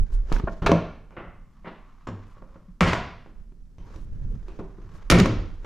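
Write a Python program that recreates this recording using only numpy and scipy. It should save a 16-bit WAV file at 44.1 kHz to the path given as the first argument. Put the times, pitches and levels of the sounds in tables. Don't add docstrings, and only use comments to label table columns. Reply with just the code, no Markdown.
import sys
import numpy as np
from scipy import signal
from scipy.fft import rfft, irfft, next_fast_len
from scipy.io import wavfile
from scipy.ndimage import uniform_filter1d

SR = 44100
rng = np.random.default_rng(int(sys.argv[2]) if len(sys.argv) > 2 else 0)


def output_pcm(signal):
    pcm = np.clip(np.atleast_2d(signal).T, -1, 1) * 32767
    wavfile.write(sys.argv[1], SR, np.round(pcm).astype(np.int16))


N = 249517

# (frequency [Hz], level [dB])
AIR_COLOUR = [(30, -1), (100, -9.5), (200, -4.5), (450, -32), (1200, -40.5), (3500, -46.5), (5500, -43),
              (9000, -49.5), (13000, -53.5)]
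RUMBLE_COLOUR = [(12, 3), (33, 9.5), (55, -4), (100, -17.5), (180, -22), (300, -44.5), (600, -51),
                 (2000, -85.5)]
BUFFET_COLOUR = [(30, -16), (80, 10.5), (170, 2.5), (280, -12), (500, -28), (1200, -89)]
SLEEVE_COLOUR = [(100, -12.5), (250, -3), (400, 2), (700, -11), (1000, -11), (1600, -11.5), (2500, -22),
                 (4000, -26), (6500, -26), (8500, -40.5), (13000, -45.5), (15000, -53)]
SLIDE_COLOUR = [(400, -22), (800, -15.5), (1130, -4.5), (1450, -14), (2500, -23.5), (7000, -36.5),
                (9500, -58)]
SCRAPE_COLOUR = [(300, -25), (950, -8.5), (1600, -9.5), (2600, 6.5), (5800, 6), (7500, 5), (13500, -4),
                 (15000, -26.5)]
DRAG_COLOUR = [(550, -20), (800, -15), (950, 11), (1150, -4), (1750, -16), (2200, -7), (5000, -18),
               (5700, -10), (6900, -36), (14000, -33)]

# (frequency [Hz], side against mid [dB])
NEAR_WIDTH = [(30, -12.5), (200, -15.5), (1000, -5.5), (4000, -7), (12000, -3)]
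ROD_WIDTH = [(30, -24.5), (150, -31), (500, -43.5), (1200, -24.5), (3000, -17.5), (6500, -14.5),
             (12000, -6)]
HOOD_WIDTH = [(30, -19.5), (150, -38), (500, -14.5), (1200, -12), (3000, -7), (6500, -12.5), (12000, -1.5)]

# (peak time [s], swell time [s], rumble level [dB], rustle level [dB])
BODY_MOVES = [ (0.01, 0.024, -8, -54), (0.154, 0.085, -21, -50.5), (0.345, 0.036, -17.5, -36),
              (0.527, 0.079, -33, -49.5), (3.41, 0.054, -33, -66), (3.62, 0.024, -37, -82.5),
              (3.938, 0.077, -33.5, -50.5), (4.259, 0.18, -25, -57), (4.55, 0.21, -40, -57.5),
              (4.96, 0.089, -62.5, -55.5), (5.42, 0.71, -34, -57.5)]
# (peak time [s], swell time [s], level [dB])
BUFFETS = [(4.16, 0.13, -39), (4.26, 0.036, -31), (4.35, 0.026, -28), (4.92, 0.078, -43)]
# (peak time [s], swell time [s], level [dB])
HAND_SLIDES = [(1.58, 0.053, -70), (1.89, 0.32, -61), (2.3, 0.18, -59.5), (2.57, 0.13, -62),
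               (3.25, 0.076, -63.5), (3.94, 0.05, -56.5), (5.0, 0.19, -56)]
# (start [s], length [s], level [dB])
CLOTH_SCRAPES = [(0.114, 0.058, -62), (2.25, 0.11, -80), (0.34, 0.019, -54), (3.925, 0.14, -74.5),
                 (4.927, 0.074, -71)]
# (peak time [s], swell time [s], level [dB], pitch [Hz])
SQUEAKS = [(3.86, 0.025, -55.5, 890), (4.319, 0.011, -49.5, 458)]
# (start [s], length [s], level [dB])
ROD_DRAG = (0.322, 0.091, -38.5)

# (frequency [Hz], ring time [s])
ECHO_TIMES = [(60, 0.84), (160, 0.58), (420, 0.53), (1100, 0.59), (2900, 0.6), (5500, 0.58), (8000, 0.36),
              (14000, 0.11)]
# (frequency [Hz], level [dB])
ECHO_COLOUR = [(40, 5.5), (150, 4), (500, 6), (1200, 1.5), (3000, 2.5), (6500, -0.5), (9000, 4.5),
               (15000, -0.5)]
# (frequency [Hz], level [dB])
STEEL_COLOUR = [(8, -10), (25, 10), (60, 11.5), (180, 14.5), (400, 6.5), (650, 1), (800, 2), (1100, 1.5),
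                (1600, -3), (2300, -5), (3500, -6.5), (6500, -5), (8500, -10.5), (13500, -9), (15500, -25)]
PART_PEAKS = { "mount": [(380, 1.5), (920, 8.5), (1250, 12), (1700, 6), (5600, -9)], "hook": [(670, 10),
              (931, 1.5), (1085, 11.5), (1400, 15), (1560, 11), (1760, 14)], "rod": [(430, 15), (690, 13),
              (900, 10.5), (1150, 11.5), (1400, 11), (1770, 9), (2300, 14), (2650, 14), (4100, 4),
              (6300, 1.5)], "panel": [(305, 7), (560, 9), (690, 10.5), (1060, 11.5), (2150, 10.5),
              (2520, 10.5), (3050, 14), (6000, 14.5)], "trim": [(340, 8.5), (550, 8.5), (710, 8), (1115, 6),
              (1450, 7.5), (2080, 6), (2860, 6)], "socket": [(240, 4), (550, 4), (1030, 10.5), (1270, 8.5),
              (1600, 8), (5500, 8), (7200, 14)], "cover": [(300, 2), (780, 2), (1000, 2), (2000, 3)],
              "frame": [(370, 2), (550, 11), (920, 2.5), (1110, 6.5), (1400, 9)], "clip": [(420, 5.5),
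              (560, 5), (1100, 5), (1320, 5.5), (1840, 1), (2220, 2.5), (2820, 5.5), (5550, 3),
              (7200, 4.5)], "seat": [(680, 11), (990, 12), (1400, 9), (1650, 5.5), (1990, 5.5),
              (7000, 3.5)], "hinge": [(375, 10), (690, 3.5), (1010, 8), (1270, 7.5), (1460, 7.5),
              (2550, 12)], "striker": [(320, 10), (1250, 17.5), (1500, 14.5), (1870, 14), (2300, 14),
              (4120, -3.5), (6200, 2.5), (10500, 8)], "latch": [(340, 3), (510, 6.5), (1100, 3.5),
              (1350, 8), (2100, -1.5), (10200, 5)], "spring": [(420, 12.5), (1400, 9.5), (3500, -2),
              (6850, 11)], "catch": [(300, 10.5), (530, 7), (950, 1), (2300, 0), (3900, 5), (5720, 4)]}
# (frequency [Hz], peak height [dB])
PART_PEAKS["low bump"] = [(375, 10), (690, 3.5), (1010, 8), (1270, 7.5), (1460, 7.5), (2550, 12)]
# (frequency [Hz], level [dB], ring time [s])
HARDWARE_MODES = [(1825, 3.5, 0.49), (1930, -2.5, 0.22), (2117, 3.5, 0.36), (2260, -0.5, 0.4),
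                  (2880, -6.5, 0.48), (7000, 10, 0.1)]
HOOD_MODES = [(108.8, -10.5, 0.53), (171.8, -0.5, 0.37), (221.1, -6, 0.36), (317, -2.5, 0.29),
              (395.4, 0.5, 0.2), (518.4, 0, 0.21), (562, -3, 0.3), (612, -4, 0.46), (664.6, -1, 0.38),
              (950, -4.5, 0.35), (1066, -11, 0.46), (1118, -1.5, 0.093)]

# (time [s], level [dB], extra bass [dB], tilt [dB per octave],
# dull above [Hz], struck part [name], clatter time [s], room echo [dB], hood ring [dB])
MOUNT_BUMPS = [
    (0.318, -19, -1.5, -1, 1400, "mount", 0.0014, -14, -27),
    (0.3245, -26, -6.5, 0.5, 4600, "mount", 0.0013, -11.5, -17.5),
    (0.398, -26.5, -0.5, 1, 1400, "mount", 0.0018, -15.5, -18.5),
    (0.434, -36, 9.5, -12, 2346, "low bump", 0.005, -32, -14.5)]
DULL_KNOCKS = [ (0.363, -27, 3.5, 8, 1880, "hook", 0.0016, -18, -15.5),
               (0.472, -12, -11, 4.5, 1400, "hook", 0.0066, -21.5, -2),
               (1.166, -29, 8, 5.5, 2070, "trim", 0.003286, 3, 2),
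               (1.644, -30.5, 0, 7, 2200, "cover", 0.022, -14, 4),
               (1.667, -30.5, -13, 3.5, 2760, "cover", 0.012, -2, 8),
               (2.368, -41.5, 5, 2.5, 1670, "frame", 0.0025, -8, -5),
               (2.42, -34, -3, 1, 1540, "frame", 0.0053, -9, -7),
               (2.556, -38, 4, 0.5, 1886, "frame", 0.00365, -10.5, -3),
               (3.261, -40.5, -6, -2, 1980, "cover", 0.0011, -9.5, 0.5)]
ROD_KNOCKS = [ (0.62, -25, 8.5, -0.5, 1880, "frame", 0.0058, 1, 3.5),
              (0.662, -8, 3.5, 4, 1870, "rod", 0.0045, -8.5, -7.5),
              (0.693, -15.5, -0.5, -1.5, 1300, "rod", 0.0029, -5, 7.5),
              (0.716, -8.5, -9.5, -1.5, 1980, "panel", 0.0015, -12, 3),
              (1.107, -45.5, 2, 4, 1380, "frame", 0.001, 2.5, -11),
              (2.07, -24.5, -11.5, 0, 1670, "socket", 0.0045, -10, -12),
              (2.083, -29, 3.5, 1, 1600, "socket", 0.0063, -5.5, -1),
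              (2.807, -11, -5.5, 6.5, 1750, "clip", 0.0017, -2.5, -15),
              (2.811, -12.5, -5.5, 4, 1800, "clip", 0.0021, -1.5, -13),
              (2.86, -27.5, 7, 6.5, 2700, "seat", 0.12, 6.5, -2.5),
              (2.873, -26.5, 14.5, -0.5, 2400, "clip", 0.0022, -7, 5),
              (2.931, -11, -3.5, 4.5, 1540, "seat", 0.0032, -7.5, -7.5)]
HOOD_BLOWS = [ (3.52, -53.5, 4.5, -4.5, 2490, "hinge", 0.0021, -13, -7),
              (3.783, -48.5, 16.5, -2.5, 3000, "panel", 0.0021, -0.5, -1.5),
              (3.959, -43.5, 4.5, -2.5, 4000, "catch", 0.0029, -7, -2.5),
              (4.481, -41, -22, -2.5, 3160, "hinge", 0.0028, -1.5, 0.5),
              (4.589, -27.5, -1.5, -1, 1150, "hinge", 0.0078, -7.5, 0.5),
              (4.781, -46, 0.5, -7, 2300, "hinge", 0.0057, -6, -8),
              (5.1, -8.5, -3, 3, 4220, "striker", 0.002, -10, -5),
              (5.1101, -14.5, 18, 4, 4400, "latch", 0.0025, -18, -3),
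              (5.119, -8.5, 9, 2.5, 2426, "latch", 0.003, -5, -1.5),
              (5.125, -17.5, 7, -5, 2980, "latch", 0.0084, -3.5, -5),
              (5.137, -23.5, 12.5, 0.5, 2390, "latch", 0.0032, -8.5, -16),
              (5.157, -18, 7, 0, 1410, "hinge", 0.00083, -2, -7),
              (5.185, -19.5, 18.5, 2, 3460, "spring", 0.0045, -4, 5),
              (5.199, -16, 3.5, 3, 3700, "catch", 0.0021, -15, -4),
              (5.2574, -15.5, -8, -1, 2640, "catch", 0.002, -9, 2.5),
              (5.645, -33, -13, 0, 2500, "frame", 0.004, -7, 3)]
# (time [s], starting pitch [Hz], level [dB], ring time [s], pitch lost [share])
PANEL_BOOMS = [ (0.116, 40.8, -16.5, 0.63, 0.17), (0.438, 45, -6.5, 0.064, 0), (0.716, 310, -12, 0.039, 0),
               (0.618, 48.5, -8, 0.062, 0), (0.688, 97.5, -13.5, 0.16, 0.42),
               (0.714, 165.5, -15.5, 0.31, 0.027), (2.108, 100.6, -30, 0.47, 0.034),
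               (2.683, 180.3, -32, 0.12, 0.057), (2.811, 182.5, -5, 0.11, 0.16),
               (2.814, 62.7, -22.5, 0.42, 0.24), (2.832, 93.4, -12.5, 0.15, 0.049),
               (2.86, 185.6, -22, 0.22, 0.04), (5.114, 50, -4, .18, 0), (5.119, 314, -29, 0.8, 0.057),
               (5.127, 239, -20, 0.64, 0.067), (5.191, 120, -20, 0.12, 0.13),
               (5.198, 189.7, -4.5, 0.16, 0.011), (5.271, 143, -26, 0.77, 0.38),
               (5.385, 40.5, -12.5, 0.12, 0.25)]


def amp(db):
    return 10 ** (np.asarray(db) / 20)


def unit(x):
    return x / np.sqrt(np.mean(x ** 2) + 1e-20)


def curve_at(points, hz):
    table_hz, value = np.transpose(points)
    return np.interp(np.log(hz + 1), np.log(table_hz + 1), value)


def add(mix, time, sound):
    part = mix[..., max(round(time * SR), 0):][..., :sound.shape[-1]]
    part += sound[..., :part.shape[-1]]


def coloured(x, colour):
    size = next_fast_len(x.shape[-1] + 2048)
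    gain = amp(curve_at(colour, np.fft.rfftfreq(size, 1 / SR)))
    return irfft(rfft(x, size) * gain, size)[..., :x.shape[-1]]


def shortest_click(colour_db):
    log_gain = np.log(amp(np.r_[colour_db, colour_db[-2:0:-1]]))
    return np.fft.ifft(np.exp(np.conj(signal.hilbert(log_gain)))).real


def stereo(mid, side, width):
    side = coloured(side, width)
    return np.array([mid + side, mid - side])


def noise(colour, width=NEAR_WIDTH):
    mid, side = coloured(rng.standard_normal((2, N)), colour)
    return unit(stereo(mid, side, width))


def wobble(shape, span):
    return unit(uniform_filter1d(rng.standard_normal(shape), span))


def swells(rows):
    t = np.arange(N) / SR
    return np.sqrt(sum((amp(db) * np.exp(-abs(t - peak) / swell)) ** 2 for peak, swell, db in rows))


def garage_air(level_db=-56.5):
    return amp(level_db) * noise(AIR_COLOUR)


def grip(depth_db, span):
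    return unit(amp(depth_db * wobble(N, span)))


def snags(per_second=14, height_db=3.5, decay_s=0.006):
    starts = rng.uniform(0.55, 1, N) * (rng.random(N) < per_second / SR)
    return amp(height_db) * signal.lfilter([1], [1, -np.exp(-1 / (decay_s * SR))], starts)


def car_shudder(relative_db=-17.5, settle_s=0.032):
    power, t = np.zeros(N), np.arange(SR) / SR
    for time, db, *_ in ROD_KNOCKS + HOOD_BLOWS:
        add(power, time, (amp(db + relative_db) * np.exp(-t / settle_s)) ** 2)
    return np.sqrt(power)


def body_movement(gain_db=-1, still_rumble_db=-48, still_rustle_db=-79.5, lean_right_db=1.5):
    catches = unit(grip(depth_db=2.0, span=SR // 120) + snags())
    shake = swells((peak, swell, db) for peak, swell, db, _ in BODY_MOVES)
    rub = swells((peak, swell, db) for peak, swell, _, db in BODY_MOVES)
    rumble = np.sqrt(shake ** 2 + car_shudder() ** 2 + amp(still_rumble_db) ** 2) * noise(RUMBLE_COLOUR)
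    buffet = swells(BUFFETS) * noise(BUFFET_COLOUR)
    sleeve = np.hypot(rub, amp(still_rustle_db)) * catches * noise(SLEEVE_COLOUR)
    hand = swells(HAND_SLIDES) * catches * noise(SLIDE_COLOUR, ROD_WIDTH)
    balance = amp([[-lean_right_db], [lean_right_db]])
    return amp(gain_db) * ((rumble + buffet) * balance + sleeve + hand)


def cloth_scrapes(fade_s=0.02, lean_left_db=4.0):
    t, level = np.arange(N) / SR, np.zeros(N)
    for start, length, db in CLOTH_SCRAPES:
        level += amp(db) * np.clip(np.minimum(t - start, start + length - t) / fade_s, 0, 1)
    balance = amp([[lean_left_db], [-lean_left_db]])
    return level * grip(depth_db=2.5, span=SR // 500) * noise(SCRAPE_COLOUR) * balance


def squeaks(spread=1.7, edge_db=-50):
    out = np.zeros((2, N))
    for peak, swell, db, hz in SQUEAKS:
        narrow_band = [(hz / spread, edge_db), (hz, 0), (hz * spread, edge_db)]
        out += swells([(peak, swell, db)]) * noise(narrow_band, ROD_WIDTH)
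    return out


def rod_drag(fade_s=0.013, ease_db=-11.0):
    start, length, db = ROD_DRAG
    t = np.arange(N) / SR - start
    fade = np.clip(np.minimum(t, length - t) / fade_s, 0, 1)
    level = amp(db + ease_db * np.clip(t / length, 0, 1))
    return fade * level * grip(depth_db=3.0, span=SR // 500) * noise(DRAG_COLOUR)


def garage_echo(build_s=0.008, size=40000):
    hz, t, bands = signal.stft(rng.standard_normal((2, size)), SR, nperseg=256)
    bands = bands * amp(curve_at(ECHO_COLOUR, hz))[:, None]
    bands /= 1000 ** (t / curve_at(ECHO_TIMES, hz)[:, None])
    tail = signal.istft(bands, SR)[1][:, :size]
    build_up = 1 - np.exp(-(np.arange(size) / SR / build_s) ** 2)
    return tail * build_up / np.sqrt(0.023 * SR)


def clatter(decay_s, grain_db=3.5, even_hz=170, size=8192):
    t = np.arange(size) / SR
    impacts = amp(grain_db * wobble(size, SR // 1000))
    age = t / max(decay_s, 0.001)
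    swell = (1 - np.exp(-age)) * np.exp(-age)
    spectrum = rfft(rng.standard_normal(size) * impacts * swell)
    nearby_power = uniform_filter1d(abs(spectrum) ** 2, int(even_hz * size / SR))
    fade_out = np.minimum(2 - 2 * t / t[-1], 1) ** 2
    return irfft(spectrum / np.sqrt(nearby_power)) * fade_out


def steel_ring(modes, waver=0.0, waver_s=0.025, size=30000):
    t = np.arange(size) / SR
    hz, db, ring_s = np.transpose(modes)[:, :, None]
    strength = amp(db) * rng.choice([-1, 1], db.shape)
    flex = wobble((len(modes), size), int(waver_s * SR))
    cycles = hz * np.cumsum(1 + waver * flex, 1) / SR
    return (strength * np.sin(2 * np.pi * cycles) / 1000 ** (t / ring_s)).sum(0)


def contact_colour(hz, thud_db, tilt_db, dull_hz, fall_db, thud_below_hz=161, pivot_hz=755):
    thud = thud_db / (1 + (hz / thud_below_hz) ** 4)
    tilt = tilt_db * np.log2(np.clip(hz, 345, 2100) / pivot_hz)
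    softness = fall_db / 4 * np.log2(1 + (hz / dull_hz) ** 4)
    return thud + tilt - softness


def part_colour(part, hz, width_hz=55, width_share=0.11, around_hz=900, free_hz=3500):
    centre, height = np.transpose(PART_PEAKS[part])[:, :, None]
    width = width_hz + width_share * centre
    peaks = (height / (1 + (2 * (hz - centre) / width) ** 2)).sum(0)
    nearby_db = 10 * np.log10(uniform_filter1d(amp(peaks) ** 2, int(around_hz / hz[1])))
    return peaks - nearby_db / (1 + (hz / free_hz) ** 4)


def crowded_modes(hz, ripple_db=3.0, spacing_hz=110):
    ripple = wobble(len(hz), int(spacing_hz / hz[1]))
    return ripple_db * ripple * hz / (hz + 2000)


def blow(db, thud_db, tilt_db, dull_hz, part, clatter_s, room_db, ring_db, fall_db, hardware_db):
    hz = np.fft.rfftfreq(4096, 1 / SR)
    colour_db = contact_colour(hz, thud_db, tilt_db, dull_hz, fall_db) + curve_at(STEEL_COLOUR, hz)
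    colour_db += part_colour(part, hz) + crowded_modes(hz)
    click = shortest_click(db + colour_db)
    mid, side = amp(room_db) * garage_echo()
    add(mid, 0, clatter(clatter_s))
    add(side, 0, clatter(clatter_s))
    add(mid, 0, amp(ring_db - 49.0) * steel_ring(HOOD_MODES, waver=0.0099))
    add(mid, 0, amp(hardware_db) * steel_ring(HARDWARE_MODES))
    return signal.fftconvolve(click[None], [mid, side], axes=1)


def blows(rows, width, gain_db, fall_db, hardware_db):
    out = np.zeros((2, N))
    for time, *settings in rows:
        add(out, time, blow(*settings, fall_db, hardware_db))
    return amp(gain_db) * stereo(*out, width)


def mount_bumps():
    return blows(MOUNT_BUMPS, NEAR_WIDTH, gain_db=27.5, fall_db=14.5, hardware_db=-65.5)


def dull_knocks():
    return blows(DULL_KNOCKS, ROD_WIDTH, gain_db=25.0, fall_db=29.5, hardware_db=-63.5)


def rod_knocks():
    return blows(ROD_KNOCKS, ROD_WIDTH, gain_db=27.0, fall_db=13.5, hardware_db=-69.0)


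def panel_booms(rise_s=0.0088, sag_s=0.063):
    out, t = np.zeros(N), np.arange(SR) / SR
    for time, hz, db, ring_s, sag in PANEL_BOOMS:
        pitch = hz * (1 - sag * (1 - np.exp(-t / sag_s)))
        loudness = amp(db) * (1 - np.exp(-t / rise_s)) / 1000 ** (t / ring_s)
        add(out, time, loudness * np.sin(2 * np.pi * np.cumsum(pitch) / SR))
    return out


def hood_slam():
    return blows(HOOD_BLOWS, HOOD_WIDTH, gain_db=27.5, fall_db=12.0, hardware_db=-57.5)


def scene():
    impacts = mount_bumps() + rod_knocks() + dull_knocks() + hood_slam() + panel_booms()
    movement = body_movement() + rod_drag() + cloth_scrapes() + squeaks()
    return impacts + movement + garage_air()


def record(dry, cutoff_hz=15500):
    rounded = dry / (1 + dry ** 6) ** (1 / 6)
    low_pass = signal.firwin(255, cutoff_hz, window=("kaiser", 8), fs=SR)
    return signal.oaconvolve(rounded, low_pass[None], "same")


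dry = scene()
out = record(dry)
output_pcm(out)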